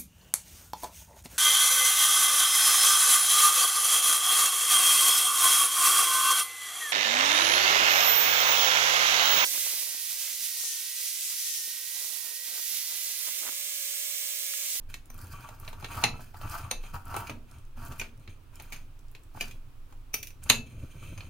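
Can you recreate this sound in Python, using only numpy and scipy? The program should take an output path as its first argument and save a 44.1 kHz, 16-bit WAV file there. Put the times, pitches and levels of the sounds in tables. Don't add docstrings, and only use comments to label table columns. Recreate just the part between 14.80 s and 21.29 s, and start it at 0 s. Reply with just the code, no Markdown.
import sys
import numpy as np
from scipy import signal
from scipy.fft import rfft, irfft, next_fast_len
from scipy.io import wavfile
from scipy.ndimage import uniform_filter1d, minimum_filter1d, map_coordinates

SR = 44100
rng = np.random.default_rng(int(sys.argv[2]) if len(sys.argv) > 2 else 0)


def invert_db(level):
    return 10 ** (np.asarray(level, dtype=float) / 20)


def transcribe(signal):
    frames = np.atleast_2d(signal).T
    limited = np.clip(frames, -1, 1)
    pcm = np.round(limited * 32767).astype(np.int16)
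    wavfile.write(sys.argv[1], SR, pcm)


N = 286209


def unit(x):
    return x / np.sqrt(np.mean(x ** 2) + 1e-20)


def along(points, hz):
    f, v = np.transpose(points)
    return np.interp(np.log(hz + 1), np.log(f + 1), v)


def wobble(rate):
    knots = rng.standard_normal(int(N * rate / SR) + 4)
    return map_coordinates(knots, [np.arange(N) * rate / SR])


def filtered(x, response):
    m = next_fast_len(N + SR // 2)
    return irfft(rfft(x, m) * response(np.fft.rfftfreq(m, 1 / SR)), m)[..., :N]


def body(modes, widen):
    def response(f):
        total = 0
        for k, (centre, width, db) in enumerate(modes):
            loss = 1j * f * width * widen
            total = total + (-1) ** k * invert_db(db) * loss / (centre * centre - f * f + loss)
        return total
    return response


def spread(pair, alike):
    def mid_and_side(hz):
        turn = np.arccos(np.clip(along(alike, hz), -1, 1)) / 2
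        return np.array([np.cos(turn), np.sin(turn)])
    mid, side = filtered(pair, mid_and_side)
    return np.array([mid + side, mid - side])


# frequency in Hz, level in dB per Hz.
AIR_COLOUR = [(76, -104.5), (130, -3.5), (194, -17), (279, -5.5), (511, -15), (1240, -13.5), (2010, -23.5),
              (2410, -18.5), (6870, -34.5), (15100, -34), (16000, -27)]
# frequency in Hz, level in dB per Hz.
RUMBLE_COLOUR = [(8, -50.5), (14, 9), (21, 9), (26, 6), (31, -17), (42, -9.5), (75, -12.5), (120, -13),
                 (200, -50.5)]
# frequency in Hz, level in dB rms.
HUM_TONES = [(100, -74), (262, -77)]
# frequency in Hz, likeness from 0 to 1.
BACKGROUND_ALIKE = [(50, 0.97), (200, 0.73), (600, 0.057), (2000, 0.24), (10000, 0.17)]


def background():
    t = np.arange(N) / SR
    air = unit(filtered(rng.standard_normal((2, N)), lambda f: invert_db(along(AIR_COLOUR, f))))
    rumble = unit(filtered(rng.standard_normal((2, N)), lambda f: invert_db(along(RUMBLE_COLOUR, f))))
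    hum = 0
    for hz, db in HUM_TONES:
        level = invert_db(db + 4.5 + 0.53 * wobble(1.5))
        hum = hum + level * np.sin(2 * np.pi * hz * t + 0.16 * wobble(1.1))
    noise = invert_db(-63.77) * air + invert_db(-44.5 + wobble(0.86)) * rumble
    return spread(noise, BACKGROUND_ALIKE) * invert_db([[-.8], [.8]]) + hum


# frequency in Hz, time to fall 60 dB in seconds.
ROOM_FADE = [(100, 0.86), (1000, 0.21), (4000, 0.21), (12000, 0.18)]


def kitchen(x):
    out, hop = np.zeros((2, N + 2 * SR)), SR // 4
    for start in range(0, N, hop):
        hz, t, z = signal.stft(rng.standard_normal((2, SR // 2)), SR, nperseg=256)
        fade = invert_db(-60 * t / along(ROOM_FADE, hz)[:, None])
        tail = signal.istft(z * fade, SR, nperseg=256)[1]
        wet = signal.fftconvolve(x[None, start:start + hop], tail / np.linalg.norm(tail[0]), axes=1)
        out[:, start + 130:][:, :wet.shape[1]] += wet
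    return spread(out[:, :N], [(100, 0.99), (500, 0.55), (3000, 0.16), (10000, 0.78)])


# start in seconds, length in seconds,
# then plate shuffle, blade on glaze and crumbs, each in dB.
STROKES = [(0.085, 0.027, -61, -58.5, -55), (0.315, 0.28, -58, -66.5, -60),
           (0.463, 0.29, -50.5, -62.5, -61), (0.765, 0.25, -53.5, -69.5, -64),
           (0.976, 0.14, -52, -58, -62.5), (1.084, 0.16, -41.5, -54, -48), (1.209, 0.054, -35.5, -51, -75),
           (1.335, 0.17, -65, -66.5, -61.5), (1.534, 0.051, -51.5, -70, -57),
           (1.589, 0.28, -40, -56.5, -53.5), (1.672, 0.13, -67, -65, -50.5),
           (1.995, 0.13, -55.5, -60, -60.5), (2.124, 0.052, -40.5, -58.5, -51.5),
           (2.247, 0.25, -42.5, -58, -55), (2.303, 0.13, -39, -71, -63), (2.666, 0.15, -62, -68, -70),
           (2.955, 0.16, -48.5, -62.5, -59.5), (3.087, 0.12, -55, -63, -60), (3.39, 0.067, -71, -69.5, -80),
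           (3.478, 0.046, -69.5, -63.5, -73), (3.712, 0.32, -62, -65.5, -68),
           (4.529, 0.19, -56, -65, -59.5), (5.087, 0.04, -64, -94, -76), (5.615, 0.025, -59, -55, -61),
           (5.65, 0.094, -57, -56, -58), (5.842, .8, -68, -64, -70.5), (6.076, 0.13, -72, -64, -77),
           (6.208, 0.1, -59.5, -56, -60), (6.355, 0.11, -59, -65, -79)]


def strokes():
    bite_s, lift_s, arch = .018, 0.047, .9
    t, power = np.arange(N) / SR, np.full((3, N), 1e-12)
    for s, length, *levels_db in STROKES:
        u = t - s
        swell = np.sin(np.pi * np.clip(.1 + .8 * u / length, .1, .9)) ** arch
        lift = np.exp(-np.maximum(u - length, 0) / lift_s)
        shape = np.clip(u / bite_s, 0, 1) * swell * lift
        power += (invert_db(levels_db)[:, None] * shape) ** 2
    return np.sqrt(power)


def grains(share, size_db, smooth):
    pick = rng.random(N)
    size = np.minimum(rng.exponential(size=N), 3)
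    noise, bed = rng.standard_normal((2, N))
    return unit((pick < share) * invert_db(size_db * size) * noise) + smooth * bed


# frequency in Hz, width in Hz, level in dB.
SHUFFLE_MODES = [(672, 120, -10.5), (936.5, 70, -2), (1144.5, 60, 0.5), (1351, 135, -2), (2700, 100, -16.5),
                 (2940, 71, -20)]
# frequency in Hz, width in Hz, level in dB.
GLAZE_MODES = [(2400, 260, 4), (2680, 200, 1), (3100, 260, -1), (4200, 300, -7), (6400, 450, -4),
               (9350, 700, -6), (12300, 900, -14)]
# frequency in Hz, level in dB per Hz.
CRUMB_COLOUR = [(880, -46), (1500, -2.5), (1880, -16.5), (2390, -35.5), (3620, -40.5), (4500, -15),
                (6830, -22.5), (15700, -16.5), (16300, -77)]
# frequency in Hz, level in dB per Hz.
HOB_COLOUR = [(26, -21.5), (45, -7.5), (87, 4), (130, -3.5), (194, -17), (247, -15), (393, -22.5),
              (434, -28.5), (500, -24.5), (650, -26), (1100, -120)]
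# time in seconds, level in dB.
LEAN = [(0, -46), (1.2, -65), (2.6, -61), (3.4, -45), (4.301, -56), (5.301, -50.5), (5.951, -36.5),
        (6.49, -35)]


def friction():
    shuffle_db, glaze_db, crumb_db = 20 * np.log10(strokes())
    lean_db = np.interp(np.arange(N) / SR, *np.transpose(LEAN))
    shake_db = -39.5 + 0.55 * (shuffle_db + 42.5)
    hob_db = 20 * np.log10(np.hypot(invert_db(lean_db - 8.5), invert_db(shake_db)))

    stick = wobble(45)
    slips = filtered(grains(0.015, 3.5, 0.42), body(SHUFFLE_MODES, 0.79))
    shuffle = invert_db(shuffle_db + 3.1 * stick) * unit(slips)

    chatter = 3 * wobble(70) + 1.5 * wobble(20)
    drag = filtered(grains(0.067, 0.47, 0.8), body(GLAZE_MODES, 0.63))
    glaze = invert_db(glaze_db + 5.0 + chatter) * unit(drag)

    crunch = 3 * wobble(110) + 2 * wobble(28)
    grit = filtered(grains(0.027, 2.5, 1.1), lambda f: invert_db(along(CRUMB_COLOUR, f)))
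    crumbs = invert_db(crumb_db + 2.5 + crunch) * unit(grit)

    sway = 2 * wobble(22)
    shake = filtered(rng.standard_normal(N), lambda f: invert_db(along(HOB_COLOUR, f)))
    hob = invert_db(hob_db - 4.0 + sway + 3.45 * stick) * unit(shake)
    return shuffle + glaze + crumbs, hob


# time in seconds, peak level in dB, centre in Hz.
SNAPS = [(0.257, -44, 9100), (0.343, -40, 12000), (0.379, -38, 11500), (0.3905, -40, 5950),
         (0.415, -37, 11300), (0.4436, -40, 9000), (0.4698, -38, 12100), (0.7994, -35, 11300),
         (0.887, -37, 12000), (0.9987, -41, 9000), (1.061, -42, 12000), (1.154, -33, 11000),
         (1.419, -42, 8000), (1.5886, -46, 9000), (1.675, -54, 13000), (1.6967, -28.5, 9800),
         (2.147, -36, 12000), (2.155, -42, 6050), (2.2544, -38.5, 11500), (2.3424, -40, 8000),
         (2.365, -21.5, 10100), (2.373, -43, 8100), (2.382, -36, 8000), (2.405, -31, 11500),
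         (2.713, -40.5, 5960), (2.785, -46.5, 7000), (2.852, -53, 8000), (3.051, -34, 12500),
         (3.059, -39, 10200), (3.065, -41, 9500), (3.075, -41, 9500), (3.083, -37, 12000),
         (3.125, -40, 10300), (3.182, -40, 11800), (3.1911, -34, 10900), (3.376, -49, 9000),
         (3.397, -51, 9000), (3.636, -56, 14100), (3.7564, -38, 8000), (3.903, -43, 14000),
         (3.8227, -34, 13540), (4.1917, -45, 7560), (4.2832, -47.5, 5030), (4.315, -44, 13000),
         (4.435, -46, 9560), (4.6818, -36, 4380), (5.6344, -37, 9070), (5.6388, -30.5, 8830),
         (6.3819, -45, 8000)]


def snaps():
    out, t = np.zeros(N), np.arange(SR // 50) / SR
    grid = np.fft.rfftfreq(len(t), 1 / SR)
    for s, db, hz in SNAPS:
        band = body([(hz, hz, 0)], 0.96)(grid) ** 2
        burst = unit(irfft(rfft(rng.standard_normal(len(t))) * band, len(t)))
        out[round(s * SR):][:len(t)] += invert_db(db - 3.5 - 60 * t / .012) * burst
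    return out


# frequency in Hz, width in Hz, level in dB.
FOOT = [(400, 660, -15), (734, 410, -8.5), (930, 260, -4), (1260, 43, -33), (1250, 18, -29.5),
        (1485, 20, -34.5)]
BELL_HZ = 2616
# frequency in Hz, level in dB, seconds to fall 60 dB.
BELL = [(BELL_HZ, -27.5, 0.51)]


def taps(events, modes, crack_db, thud_db, bell_db, rattle_db, rise_ms, lasting, rattle_ms, blur):
    out, t = np.zeros((2, N + SR)), np.arange(SR // 5) / SR
    hz, width, level = np.transpose(modes + FOOT)[:, :, None]
    width = np.maximum(width, 40)
    grid = np.fft.rfftfreq(len(t), 1 / SR)
    bumps = invert_db(2 * level) / (1 + (2 * (grid - hz) / (blur * width)) ** 2) ** 2
    colour = np.sqrt(np.sum(bumps, axis=0))
    damping = 1.3
    decay = np.exp(-np.pi * damping * width * t / lasting)
    free = decay * np.exp(2j * np.pi * hz * t)
    crack_fade = invert_db(-60 * t / 0.037)
    clatter_fade = invert_db(-11.5 - 60 * t / (0.26 * lasting))
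    for s, db, low_db, high_db in events:
        high_db = min(high_db, -5)
        balance = [(1300, low_db + 20.0), (2300, -1.9), (3600, -0.022), (4500, -0.45), (7000, high_db + 9.5)]
        chance = rng.standard_normal((3, len(hz), 1))
        noise = rng.standard_normal((3, len(t)))

        strength = invert_db(level + along(balance, hz) + 1.5 * chance[0])
        apart = along([(300, .1), (900, 0.76), (3000, 0.28), (6000, 0.85), (12000, 0.6)], hz)
        apart = apart * np.sign(chance[1])
        phase = np.exp(1j * (chance[2] + apart * [1, -1]))
        ring = np.imag((strength * phase).T @ free)
        ring = ring / np.abs(ring).max()

        shared = noise[:2] + noise[2]
        crack = unit(irfft(rfft(shared) * invert_db(along(balance, grid)) * colour, len(t)))
        ring = ring + invert_db(crack_db) * (crack_fade + clatter_fade) * crack

        free_db = min(bell_db + .6 * db, -2)
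        for f, b, t60 in BELL:
            ring = ring + invert_db(free_db + b - 60 * t / (t60 * lasting)) * np.sin(2 * np.pi * f * t)

        force = invert_db(rattle_db) * noise[2, :2000] * np.exp(-t[:2000] / (rattle_ms / 1000))
        force[0] = 1
        ring = signal.fftconvolve(ring, force[None], axes=1)[:, :len(t)]
        ring = ring * (1 - np.exp(-t / (rise_ms / 1000)))

        thud = 0.47 * np.sin(2 * np.pi * 120 * t) + 0.41 * np.sin(2 * np.pi * 235 * t)
        thud = thud * invert_db(thud_db + low_db + 20.5 - 60 * t / 0.13) * (1 - np.exp(-t / 0.0055))
        out[:, round(s * SR):][:, :len(t)] += invert_db(db) * (ring + thud)
    return out[:, :N]


# time in seconds, peak, low modes and high modes in dB.
LANDINGS = [(2.4705, -31, -31, -3), (2.4957, -19.5, -13, -12), (3.1964, -20, -25.5, -3),
            (3.2133, -21.5, -19.5, -13), (3.9224, -25, -24, -5), (3.929, -25, -32.5, -6.5),
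            (3.9601, -36, -24.5, -5.5), (4.6087, -17, -24.5, -3), (4.6321, -38, -1, -3),
            (4.7106, -33, -36, -8), (5.662, -40.5, -8, -18), (6.3762, -34, -23, -1),
            (6.4055, -31, -24, -20)]
# frequency in Hz, width in Hz, level in dB.
EDGE = [(2340, 60, -5), (2460, 60, 0), (2940, 60, -13), (3500, 120, -17), (4300, 110, -13), (4760, 60, -15),
        (5600, 140, -19), (6300, 50, -13), (7200, 70, -18), (9100, 86, -17), (10300, 90, -22),
        (11400, 130, -18), (12700, 120, -21), (13800, 120, -21), (15000, 120, -21)]


def edge_landings():
    return taps(LANDINGS, EDGE, crack_db=-16, thud_db=-15, bell_db=-20, rattle_db=-30,
                rise_ms=0.76, lasting=0.94, rattle_ms=8.8, blur=18)


# time in seconds, peak, low modes and high modes in dB.
TINE_TAPS = [
    (0.3011, -33, -14, -3.5),
    (5.3404, -11, -29, -7),
    (5.429, -21.5, -36, -9),
    (5.4704, -26.5, -42, -6),
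    (5.5044, -38, -23, -12),
]
# frequency in Hz, width in Hz, level in dB.
TINES = [(2350, 50, 0), (2600, 50, -6), (3300, 120, -17), (4200, 90, -11), (5300, 70, -13), (6030, 45, 1),
         (7400, 80, -13), (9150, 60, -7), (11000, 60, -8), (12100, 60, -9), (13140, 60, -8),
         (13370, 60, -9), (14400, 80, -11), (15200, 60, -7)]


def tine_taps():
    return taps(TINE_TAPS, TINES, crack_db=-16, thud_db=-22.5, bell_db=1.5, rattle_db=-30,
                rise_ms=0.6, lasting=0.69, rattle_ms=5.4, blur=18)


# frequency in Hz, width in Hz.
PLATE = [(2335, 80), (2615, 45), (2880, 45), (3155, 50), (3710, 50), (3980, 120), (4080, 90), (4760, 60),
         (5280, 60), (5680, 45), (6260, 50), (6490, 50), (6650, 45), (6890, 45)]
# frequency in Hz, width in Hz.
STEEL = [(7190, 45), (7350, 40), (7770, 50), (8850, 45), (9080, 45), (9330, 45), (9490, 45), (10850, 70),
         (11400, 55), (12350, 55), (12700, 45), (13700, 45), (14600, 45), (15000, 45)]


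def struck(levels_db):
    return [(hz, width, db) for (hz, width), db in zip(PLATE + STEEL, levels_db)]


TICK_DB = [3, -5, -10, -9, -11, -2, -5, -13, -13, -12, -9, -11, -13, -12, -13, -13, -15, -13, -11, -13, -13,
           -12, -12, -12, -13, -14, -14, -14]
# frequency in Hz, width in Hz, level in dB.
ROCKING_LOW = [(730, 22, -23.5), (851, 64, -0.5), (1122, 70, -6.5), (1305, 57, -19)]
# time in seconds, peak, low modes and high modes in dB.
BLADE_TAPS = [(0.1411, -23.5, -24, -8.5), (0.8777, -24, -17.5, -20), (1.0446, -18, -19.5, -19),
              (3.4762, -31.5, -19, -23), (4.35, -32.5, -23, -13.5)]
# time in seconds, peak, low modes and high modes in dB.
RIM_TAPS = [(0.6881, -30, -7, -4), (0.8485, -35.5, -15, -4), (0.9289, -30, -11, -10),
            (1.0253, -28, -8, -17), (1.1471, -29.5, -16, -20), (1.394, -30, 1, -13), (1.5435, -33, -8, -18),
            (1.6132, -32, -10, -14), (2.0369, -32, -14, -19), (2.1415, -33.5, 4, -9),
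            (2.3418, -20, -7.5, -13), (2.3656, -19.5, -9.5, -16), (2.973, -39, 16, -4),
            (3.1188, -32.5, -30, -5.5), (3.7986, -28, -15.5, -11), (4.549, -35.5, 8, -9.5),
            (4.573, -28, -2, -18), (5.1241, -38, -7.5, -1.5)]


def scuffing_taps():
    blade = taps(BLADE_TAPS, struck(TICK_DB), crack_db=-16, thud_db=-27.5, bell_db=-8, rattle_db=-36,
                 rise_ms=.4, lasting=0.49, rattle_ms=3.3, blur=18)
    rim = taps(RIM_TAPS, ROCKING_LOW + struck(TICK_DB), crack_db=-16, thud_db=-32.0, bell_db=-10, rattle_db=-36,
               rise_ms=1.0, lasting=0.68, rattle_ms=6.7, blur=18)
    return blade + rim


# time in seconds, peak, low modes and high modes in dB.
RIM_STRIKE = [(1.2385, 0, -22, -8)]
TIP_STRIKE = [(1.912, -11.5, -22.5, -12)]
HEEL_STRIKE = [(5.6988, 6, -21.5, -10)]
RIM_DB = [4, -8, -14, -11, -14, -6, 2, -18, -15, -7, -12, -16, -10, -13, -20, -20, -27, -24, -16, -8, -14,
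          -18, -23, -25, -26, -33, -23, -30]
TIP_DB = [-4, -9, -14, -14, -12, -3, -7, -22, -18, -14, 0, -8, -12, -14, -17, -18, -27, -12, -5, -15, -14,
          -18, -15, -14, -18, -28, -16, -24]
HEEL_DB = [5, -2, -4, -5, -3, 5, -8, -14, -14, -12, -8, 0, -10, -1, -12, -5, -15, -12, -4, -10, -5, -10,
           -15, -11, -5, -15, -15, -13]


def clean_strikes():
    clean = dict(crack_db=-17, rattle_db=-36, rise_ms=.4, lasting=.62, blur=8)
    heel = taps(HEEL_STRIKE, struck(HEEL_DB), thud_db=-25.0, bell_db=-12, rattle_ms=1.5, **clean)
    tip = taps(TIP_STRIKE, struck(TIP_DB), thud_db=-27.0, bell_db=1, rattle_ms=3.2, **clean)
    rim = taps(RIM_STRIKE, ROCKING_LOW + struck(RIM_DB), thud_db=-20.5, bell_db=-5.5, rattle_ms=8.8, **clean)
    return heel + tip + rim


def scene():
    steel = clean_strikes() + scuffing_taps() + tine_taps() + edge_landings()
    rub, hob = friction()
    rub = rub + snaps()
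    mirrored = np.roll(rub, 37)
    near = spread(np.array([rub, mirrored]), [(300, 0.6), (800, 0.7), (3000, 0.9), (8000, 0.4)])
    near = invert_db(-3.0) * near * invert_db([[-.8], [.8]])
    room = kitchen(invert_db(-7.5) * steel[0] + invert_db(-8.0) * rub)
    return steel + near + hob + room + background()


def camera_smear(x, step_db, gap_db):
    hz, _, z = signal.stft(x, SR, nperseg=1024)
    band = np.abs(uniform_filter1d(np.abs(z) ** 2, size=10, axis=1))
    held = np.abs(uniform_filter1d(band.sum(axis=0), size=3, axis=1))
    masker = -minimum_filter1d(-held, size=70, axis=0)
    step = invert_db(step_db) * np.sqrt(band) + 1e-12
    always = ((hz < 7300) | (hz > 15000))[:, None]
    kept = (held > masker * invert_db(2 * gap_db)) | always
    smeared = step * np.round(z / step) * kept
    smeared[:, :20] = z[:, :20]
    return signal.istft(smeared, nperseg=1024)[1][:, :N]


def top_cut(x):
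    return signal.sosfilt(signal.butter(12, 16980, fs=SR, output="sos"), x)


def record(dry):
    heard = dry / (1 + np.abs(dry) ** 6) ** (1 / 6)
    heard = camera_smear(heard, step_db=-5, gap_db=-13)
    heard = filtered(heard, lambda hz: 1 / (1 + (hz / 16000) ** 400))
    return top_cut(heard)


dry = scene()
out = record(dry)
transcribe(out)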